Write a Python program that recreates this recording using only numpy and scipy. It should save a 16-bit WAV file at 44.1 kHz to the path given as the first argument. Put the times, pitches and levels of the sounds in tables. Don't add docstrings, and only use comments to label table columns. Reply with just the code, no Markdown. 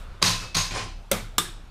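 import sys
import numpy as np
from scipy import signal
from scipy.io import wavfile
from scipy.ndimage import uniform_filter1d

SR = 44100
rng = np.random.default_rng(int(sys.argv[2]) if len(sys.argv) > 2 else 0)


def nominal_scale(level):
    x = np.asarray(level, float) / 20
    return 10 ** x


def log_audio(samples):
    frames = np.atleast_2d(samples).T
    limited = np.clip(frames, -1, 1)
    pcm = np.round(limited * 32767).astype(np.int16)
    wavfile.write(sys.argv[1], SR, pcm)


N = 74970
LEAD = SR // 5


def evened(x):
    return x / np.sqrt(np.mean(x ** 2) + 1e-20)


def read(points, hz):
    f, value = np.transpose(points)
    return np.interp(np.log(hz + 1), np.log(f + 1), value)


def lowpassed(x, hz):
    taps = signal.firwin(255, hz, window=("kaiser", 8), fs=SR)
    return signal.oaconvolve(x, taps, "same")


def shade(colour, bands, hz):
    humps = sum((nominal_scale(2 * db) - 1) / (1 + (2 * (hz - f) / width) ** 2) for f, width, db in bands)
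    broad = nominal_scale(np.maximum(read(colour, hz), -100))
    return broad * np.sqrt(np.maximum(1 + humps, .01))


def causal(colour, bands, size=4096):
    hz = abs(np.fft.fftfreq(size, 1 / SR))
    log_gain = np.log(shade(colour, bands, hz))
    taps = np.fft.ifft(np.exp(np.conj(signal.hilbert(log_gain)))).real
    half = size // 2
    if abs(taps[:half]).sum() <= abs(taps[half:]).sum():
        taps = np.roll(taps[::-1], 1)
    return taps[:half] / np.linalg.norm(taps)


# frequency in Hz, t60 in seconds.
CABIN_T60 = [(150, 1), (500, 0.28), (1500, 0.44), (4000, 0.47), (9000, 0.33), (15000, .24)]


def cabin(power, colour, bands):
    delay_s, build_s = 0.0041, 0.0058
    hz, t, z = signal.stft(rng.standard_normal(len(power)), SR, nperseg=256, noverlap=192)
    fed = np.interp(t, np.arange(len(power)) / SR, uniform_filter1d(power, 64))
    build = np.clip((t - delay_s) / build_s, 0, 1)
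    decay = nominal_scale(-120 * t / read(CABIN_T60, hz)[:, None]) * build
    decay = decay / decay.sum(1)[:, None]
    stored = signal.fftconvolve(fed[None], decay, axes=1)[:, :len(t)]
    tint = evened(shade(colour, bands, hz))[:, None]
    tail = signal.istft(z * np.sqrt(abs(stored)) * tint, SR, nperseg=256, noverlap=192)[1]
    return lowpassed(tail[:len(power)], 15200)


def ringing(t, power, pitches_hz, modes):
    waver_hz = 60.07
    out, slow = np.zeros(len(t)), t[::32]
    for hz, (db, t60) in zip(pitches_hz, modes):
        kept = nominal_scale(-120 / t60 / SR)
        stored = signal.lfilter([1e-3], [1, -kept], power)
        rates, starts = rng.random((2, 8, 1))
        wavers = np.exp(2j * np.pi * (waver_hz * (2 * rates - 1) * slow + starts))
        flutter = 0.62 + 1.04 * wavers.sum(0) / np.sqrt(8)
        tone = (np.exp(2j * np.pi * hz * t) * np.interp(t, slow, flutter)).imag
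        out += nominal_scale(db) * np.sqrt(stored) * tone
    return out


def part(blows, colour, bands, pitches_hz, modes, ring_db, tail_db):
    rise_s, grain_db = .0009, 1.67
    t = (np.arange(N + LEAD) - LEAD) / SR
    power = np.zeros(len(t))
    for s, db, hold, t60 in blows:
        onset = np.clip((t - s) / rise_s, 0, 1) ** 2
        power += onset * nominal_scale(2 * (db - 60 * np.maximum(t - s - hold, 0) / t60))
    noise, grain = rng.standard_normal((2, len(t)))
    contacts = evened(noise * nominal_scale(grain_db * evened(uniform_filter1d(grain, 90))))
    chatter = signal.fftconvolve(np.sqrt(power) * contacts, causal(colour, bands))[:len(t)]
    near = lowpassed(chatter, 15200)
    tail = nominal_scale(tail_db) * cabin(power, colour, bands)
    ring = nominal_scale(ring_db) * ringing(t, power, pitches_hz, modes)
    return (near + tail + ring)[LEAD:]


# frequency in Hz, level in dB.
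AIR_COLOUR = [(26, -38), (45, 5.5), (307, -20), (702, -22), (1260, -23), (2000, -32), (2310, -28),
              (13600, -49.5), (15000, -46)]


def air():
    level_db = -44.5
    frames, hz = N // 256 + 5, np.fft.rfftfreq(1024, 1 / SR)
    a, b, patches = rng.standard_normal((frames, 513, 3)).T
    patches = evened(uniform_filter1d(uniform_filter1d(patches, 10, 0), 12, 1))
    heard = ((hz > 40) & (hz < 14200))[:, None]
    z = (a + 1j * b) * nominal_scale(read(AIR_COLOUR, hz)[:, None] + 2.1 * patches) * heard
    return nominal_scale(level_db) * evened(signal.istft(z, nperseg=1024, noverlap=768)[1][:N])


# time in seconds, pitch in Hz, level in dB.
RUMBLE_PATH = [(0.0, 31.9, -37), (0.112, 30.8, -44), (0.188, 29.95, -55), (0.292, 33.04, -43),
               (0.396, 31.65, -33.5), (0.478, 33.04, -51), (0.606, 32.96, -33), (0.804, 33.4, -43.5),
               (0.95, 33.44, -34.5), (1.088, 33.16, -48), (1.126, 34.8, -40.5), (1.278, 32.42, -36.5),
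               (1.406, 33.25, -52), (1.528, 32.44, -38.5), (1.666, 30, -48), (1.7, 33.2, -65)]


def rumble():
    t = np.arange(N) / SR
    s, hz, db = np.transpose(RUMBLE_PATH)
    turns = np.cumsum(np.interp(t, s, hz)) / SR
    return np.sqrt(2) * nominal_scale(np.interp(t, s, db)) * np.sin(2 * np.pi * turns)


# start in seconds, level in dB, chatter hold in seconds, chatter t60 in seconds.
LINK_HITS = [
    (-.1, -54, 0.25, 0.57),
    (.216, -31, 0.011, 0.039),
    (.226, -27, 0.017, 0.14),
    (.41, -43, 0.033, 0.2),
]
# frequency in Hz, gain in dB.
LINK_TINT = [(200, -5), (550, -12), (800, -15), (1300, -3), (1800, -14), (4000, -18), (12000, -43),
             (15000, -101)]
LINK_PITCHES = [545, 1242, 1500]
# level in dB, t60 in seconds.
LINK_RINGS = [(0.5, 0.27), (-24, 0.066), (1, 0.09)]


def link():
    return part(LINK_HITS, LINK_TINT, [], LINK_PITCHES, LINK_RINGS, ring_db=-8.5, tail_db=-5)


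# start in seconds, level in dB, chatter hold in seconds, chatter t60 in seconds.
CATCH_HITS = [
    (-.09, -26, 0.0024, 0.024),
    (1.3818, -12, 0.00071, 0.023),
    (1.385, -21, 0.0046, 0.056),
    (1.395, -30, 0.0031, 0.19),
]
# frequency in Hz, gain in dB.
CATCH_TINT = [(200, -11), (800, -13.5), (1200, -7), (2400, -10), (3600, -8.5), (5500, -13.5), (8000, -10),
              (15500, -19.5)]
# centre in Hz, width in Hz, dB over the colour.
CATCH_HUMPS = [(1110, 310, 6.5), (1710, 180, 2.7), (3540, 400, 7.3), (5410, 330, 7.8), (7260, 160, 2.7),
               (8020, 180, 9.5), (8920, 150, 10.4), (10000, 220, 5.7), (10750, 140, 2.7)]
CATCH_PITCHES = [345, 395, 1180, 1645, 3476, 3600, 3709, 8193, 8974, 10760]
# level in dB, t60 in seconds.
CATCH_RINGS = [(-11, 0.38), (-10, 0.2), (11, 0.015), (-14.5, 0.27), (-17, 0.39), (5.5, 0.016),
               (-11.5, 0.38), (-24, 0.3), (-34, 0.39), (-32, 0.16)]


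def catch():
    return part(CATCH_HITS, CATCH_TINT, CATCH_HUMPS, CATCH_PITCHES, CATCH_RINGS, ring_db=-6.5, tail_db=-8)


# start in seconds, level in dB, t60 in seconds.
CONTACT_TICKS = [
    (-.02, -56, 0.27),
    (.2248, -39, 0.016),
    (.549, -44, 0.018),
    (1.1151, -13, .025),
    (1.3817, -19, 0.023),
]


def ticks():
    t = np.arange(N) / SR
    treble = signal.butter(2, 4800, "high", fs=SR, output="sos")
    hiss = signal.sosfilt(treble, rng.standard_normal(N))
    level = sum((t > s) * nominal_scale(db - 60 * abs(t - s) / t60) for s, db, t60 in CONTACT_TICKS)
    return lowpassed(hiss * level, 15600)


# start in seconds, pitch in Hz, level in dB, t60 in seconds.
STEEL_KNOCKS = [(.2155, 1330, -34, 0.11), (.2248, 4800, -8, 0.023), (.2255, 3840, -11, 0.028),
                (.226, 9200, -22.5, 0.035), (.545, 6000, -26, .02), (.546, 4300, -23, 0.042),
                (.5495, 4900, -22, 0.03), (.5495, 9700, -28, 0.028), (.7084, 2400, -31.5, 0.041),
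                (.7592, 1020, -21.5, 0.025), (.7592, 1670, -19, 0.0092), (.7592, 550, -26, .03),
                (1.1148, 550, -14.5, .05), (1.1155, 1360, -18.5, 0.037), (1.1155, 3540, -21, 0.035),
                (1.119, 3300, -24.5, .04), (1.121, 4000, -28, .04), (1.165, 510, -28, 0.044),
                (1.3815, 2900, -17, .015), (1.3815, 7300, -11, 0.016), (1.3935, 3580, -22, 0.087),
                (1.382, 1195, -12.5, 0.046), (1.382, 3800, -17, 0.015), (1.452, 1680, -34, 0.073),
                (.567, 6600, -20, 0.045), (.568, 3820, -24, 0.023), (.217, 577, -29, 0.069),
                (1.1165, 420, -27.5, .05), (1.115, 6400, -19, .025), (.746, 8400, -42, 0.11),
                (.747, 6400, -42, 0.073), (.759, 10000, -42, 0.082), (.775, 7000, -37, .08),
                (.828, 6200, -44, .1), (.833, 10650, -51, 0.14), (.81, 6020, -37, .08),
                (.695, 6400, -40, 0.13), (.605, 6510, -32, 0.17)]


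def knocks():
    rise_s = 0.00079
    t, out = np.arange(N) / SR, np.zeros(N)
    for s, hz, db, t60 in STEEL_KNOCKS:
        rise = 1 - np.exp(-np.maximum(t - s, 0) / rise_s)
        out += rise * nominal_scale(db - 60 * abs(t - s) / t60) * np.sin(2 * np.pi * hz * (t - s))
    return lowpassed(out, 15600)


# start in seconds, level in dB, chatter hold in seconds, chatter t60 in seconds.
FRAME_HITS = [
    (.2195, -27, 0.0062, .02),
    (.2252, -15.5, 0.0027, 0.025),
    (.238, -23, 0.032, 0.32),
    (.40, -41.5, 0.016, 0.23),
    (.546, -27, 0.0051, 0.026),
    (.5495, -23, 0.0037, 0.085),
    (.566, -25.5, 0.018, 0.29),
]
# frequency in Hz, gain in dB.
FRAME_TINT = [(350, -13.5), (550, -9.5), (1200, -8), (2300, -6), (4600, -2.5), (7000, -7.5), (15000, -26.5),
              (15500, -38)]
# centre in Hz, width in Hz, dB over the colour.
FRAME_HUMPS = [(1080, 110, 7), (2570, 200, 1.5), (3900, 180, 3), (4300, 140, 1), (5000, 360, 2),
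               (6400, 86, 2), (7500, 97, -9)]
FRAME_PITCHES = [1036, 2598, 3671, 3957, 4350, 4662, 4780, 5076, 5640, 6298, 6372, 7455, 9012]
# level in dB, t60 in seconds.
FRAME_RINGS = [(0.5, 0.33), (-9.5, 0.85), (-8, .33), (0, 0.22), (3, 0.17), (-28, .38), (-1, 0.018),
               (-0.5, 0.19), (2.5, 0.13), (-2, 0.2), (-6, 0.21), (-25, 0.25), (-7, 0.21)]


def locking_frame():
    return part(FRAME_HITS, FRAME_TINT, FRAME_HUMPS, FRAME_PITCHES, FRAME_RINGS, ring_db=-10.5, tail_db=-1.8)


# start in seconds, level of the low board in dB, of the high board in dB.
FLOOR_SHOVES = [(0.227, -27.5, -32.5), (0.271, -26.5, -32), (.40, -43, -47), (0.551, -30, -35),
                (0.581, -37, -36.5), (0.712, -33.5, -44.5), (.80, -32, -66), (1.118, -33, -39.5),
                (1.21, -38, -46), (1.391, -43, -42), (1.48, -42, -81)]
# pitch in Hz, t60 in seconds, rise in seconds.
FLOOR_BOARDS = [
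    (104.7, 0.28, 0.013),
    (168.3, 0.28, 0.0025),
]


def floorboards():
    t, out = np.arange(N) / SR, np.zeros(N)
    for s, *levels_db in FLOOR_SHOVES:
        u = np.maximum(t - s, 0)
        for (hz, t60, rise), db in zip(FLOOR_BOARDS, levels_db):
            pitch_hz = hz * (.92 + 0.1256 * rng.random())
            swell = (1 - np.exp(-u / rise)) ** 2 * nominal_scale(db + 7 - 60 * u / t60)
            out += swell * np.sin(2 * np.pi * pitch_hz * u)
    return out


# start in seconds, level in dB, chatter hold in seconds, chatter t60 in seconds.
TAPPET_HITS = [
    (.255, -34, 0.012, 0.032),
    (.5665, -27.5, 0.0035, 0.07),
    (.70, -53, 0.005, 0.026),
]
# frequency in Hz, gain in dB.
TAPPET_TINT = [(500, -14.5), (4000, -18), (6500, -27), (9000, -24), (12000, -27), (15000, -32),
               (15500, -93)]
TAPPET_PITCHES = [3957, 6363, 6514]
# level in dB, t60 in seconds.
TAPPET_RINGS = [(-19, 0.2), (-1.5, 0.29), (-0.5, 0.33)]


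def tappet():
    return part(TAPPET_HITS, TAPPET_TINT, [], TAPPET_PITCHES, TAPPET_RINGS, ring_db=3.5, tail_db=-13)


# start in seconds, level in dB, chatter hold in seconds, chatter t60 in seconds.
SLIDE_HITS = [
    (.708, -35, 0.012, 0.15),
    (.737, -34.5, 0.032, 0.11),
    (.7595, -34, 0.0015, 0.067),
    (.768, -33, 0.025, 0.22),
]
# frequency in Hz, gain in dB.
SLIDE_TINT = [(150, 1), (457, 4.5), (1060, 1), (3000, -1), (7040, -7.5), (14700, -36.5), (15200, -102)]
# centre in Hz, width in Hz, dB over the colour.
SLIDE_HUMPS = [(2380, 200, 2.9), (3070, 92, 2.9), (4230, 200, 5.7), (5100, 400, 4.8), (5830, 100, 3.7),
               (7300, 85, 5.3), (8410, 130, 6.7), (9050, 150, 7.2), (10500, 140, 7.3)]
SLIDE_PITCHES = [786, 1039, 2476, 3074, 4113, 4856, 5050, 6024, 6971, 8360, 9179, 10650]
# level in dB, t60 in seconds.
SLIDE_RINGS = [(4, 0.29), (9, 0.35), (10.5, 0.14), (5, 0.21), (-0.5, 0.28), (-7, 0.25), (0, 0.32),
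               (-3, 0.42), (-15, .26), (-14, 0.25), (-7, 0.32), (-14, .24)]


def sliding_bar():
    return part(SLIDE_HITS, SLIDE_TINT, SLIDE_HUMPS, SLIDE_PITCHES, SLIDE_RINGS, ring_db=-16, tail_db=-2)


# start in seconds, level in dB, chatter hold in seconds, chatter t60 in seconds.
STOP_HITS = [
    (1.1132, -28, 0.0014, 0.024),
    (1.1148, -14, 0.0028, 0.028),
    (1.126, -30.5, 0.012, 0.25),
]
# frequency in Hz, gain in dB.
STOP_TINT = [(100, -21), (220, -11), (560, -10), (860, -11), (1250, -9.5), (2000, -15), (9000, -18.5),
             (15500, -26.5)]
# centre in Hz, width in Hz, dB over the colour.
STOP_HUMPS = [(206, 60, 8.5), (374, 40, 4.2), (590, 130, 5.8), (1330, 160, 2.8), (2220, 290, 7),
              (3310, 200, 5.8), (3700, 130, 6.3), (4470, 56, 2.4)]
STOP_PITCHES = [213, 385, 511, 559, 689, 1153, 1334]
# level in dB, t60 in seconds.
STOP_RINGS = [(3, 0.11), (-15, 0.13), (-3.5, 0.13), (3.5, 0.049), (-35, 0.11), (-22, 0.036), (-9, 0.062)]


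def lever_stop():
    return part(STOP_HITS, STOP_TINT, STOP_HUMPS, STOP_PITCHES, STOP_RINGS, ring_db=-6, tail_db=-8)


def scene():
    background = air() + rumble()
    throws = link() + ticks() + knocks() + locking_frame() + floorboards() + tappet()
    closing = sliding_bar() + lever_stop() + catch()
    return (background + throws + closing)[None]


def low_pass(x):
    return signal.sosfilt(signal.butter(12, 16530, fs=SR, output="sos"), x)


def record(dry):
    return low_pass(dry)


dry = scene()
out = record(dry)
log_audio(out)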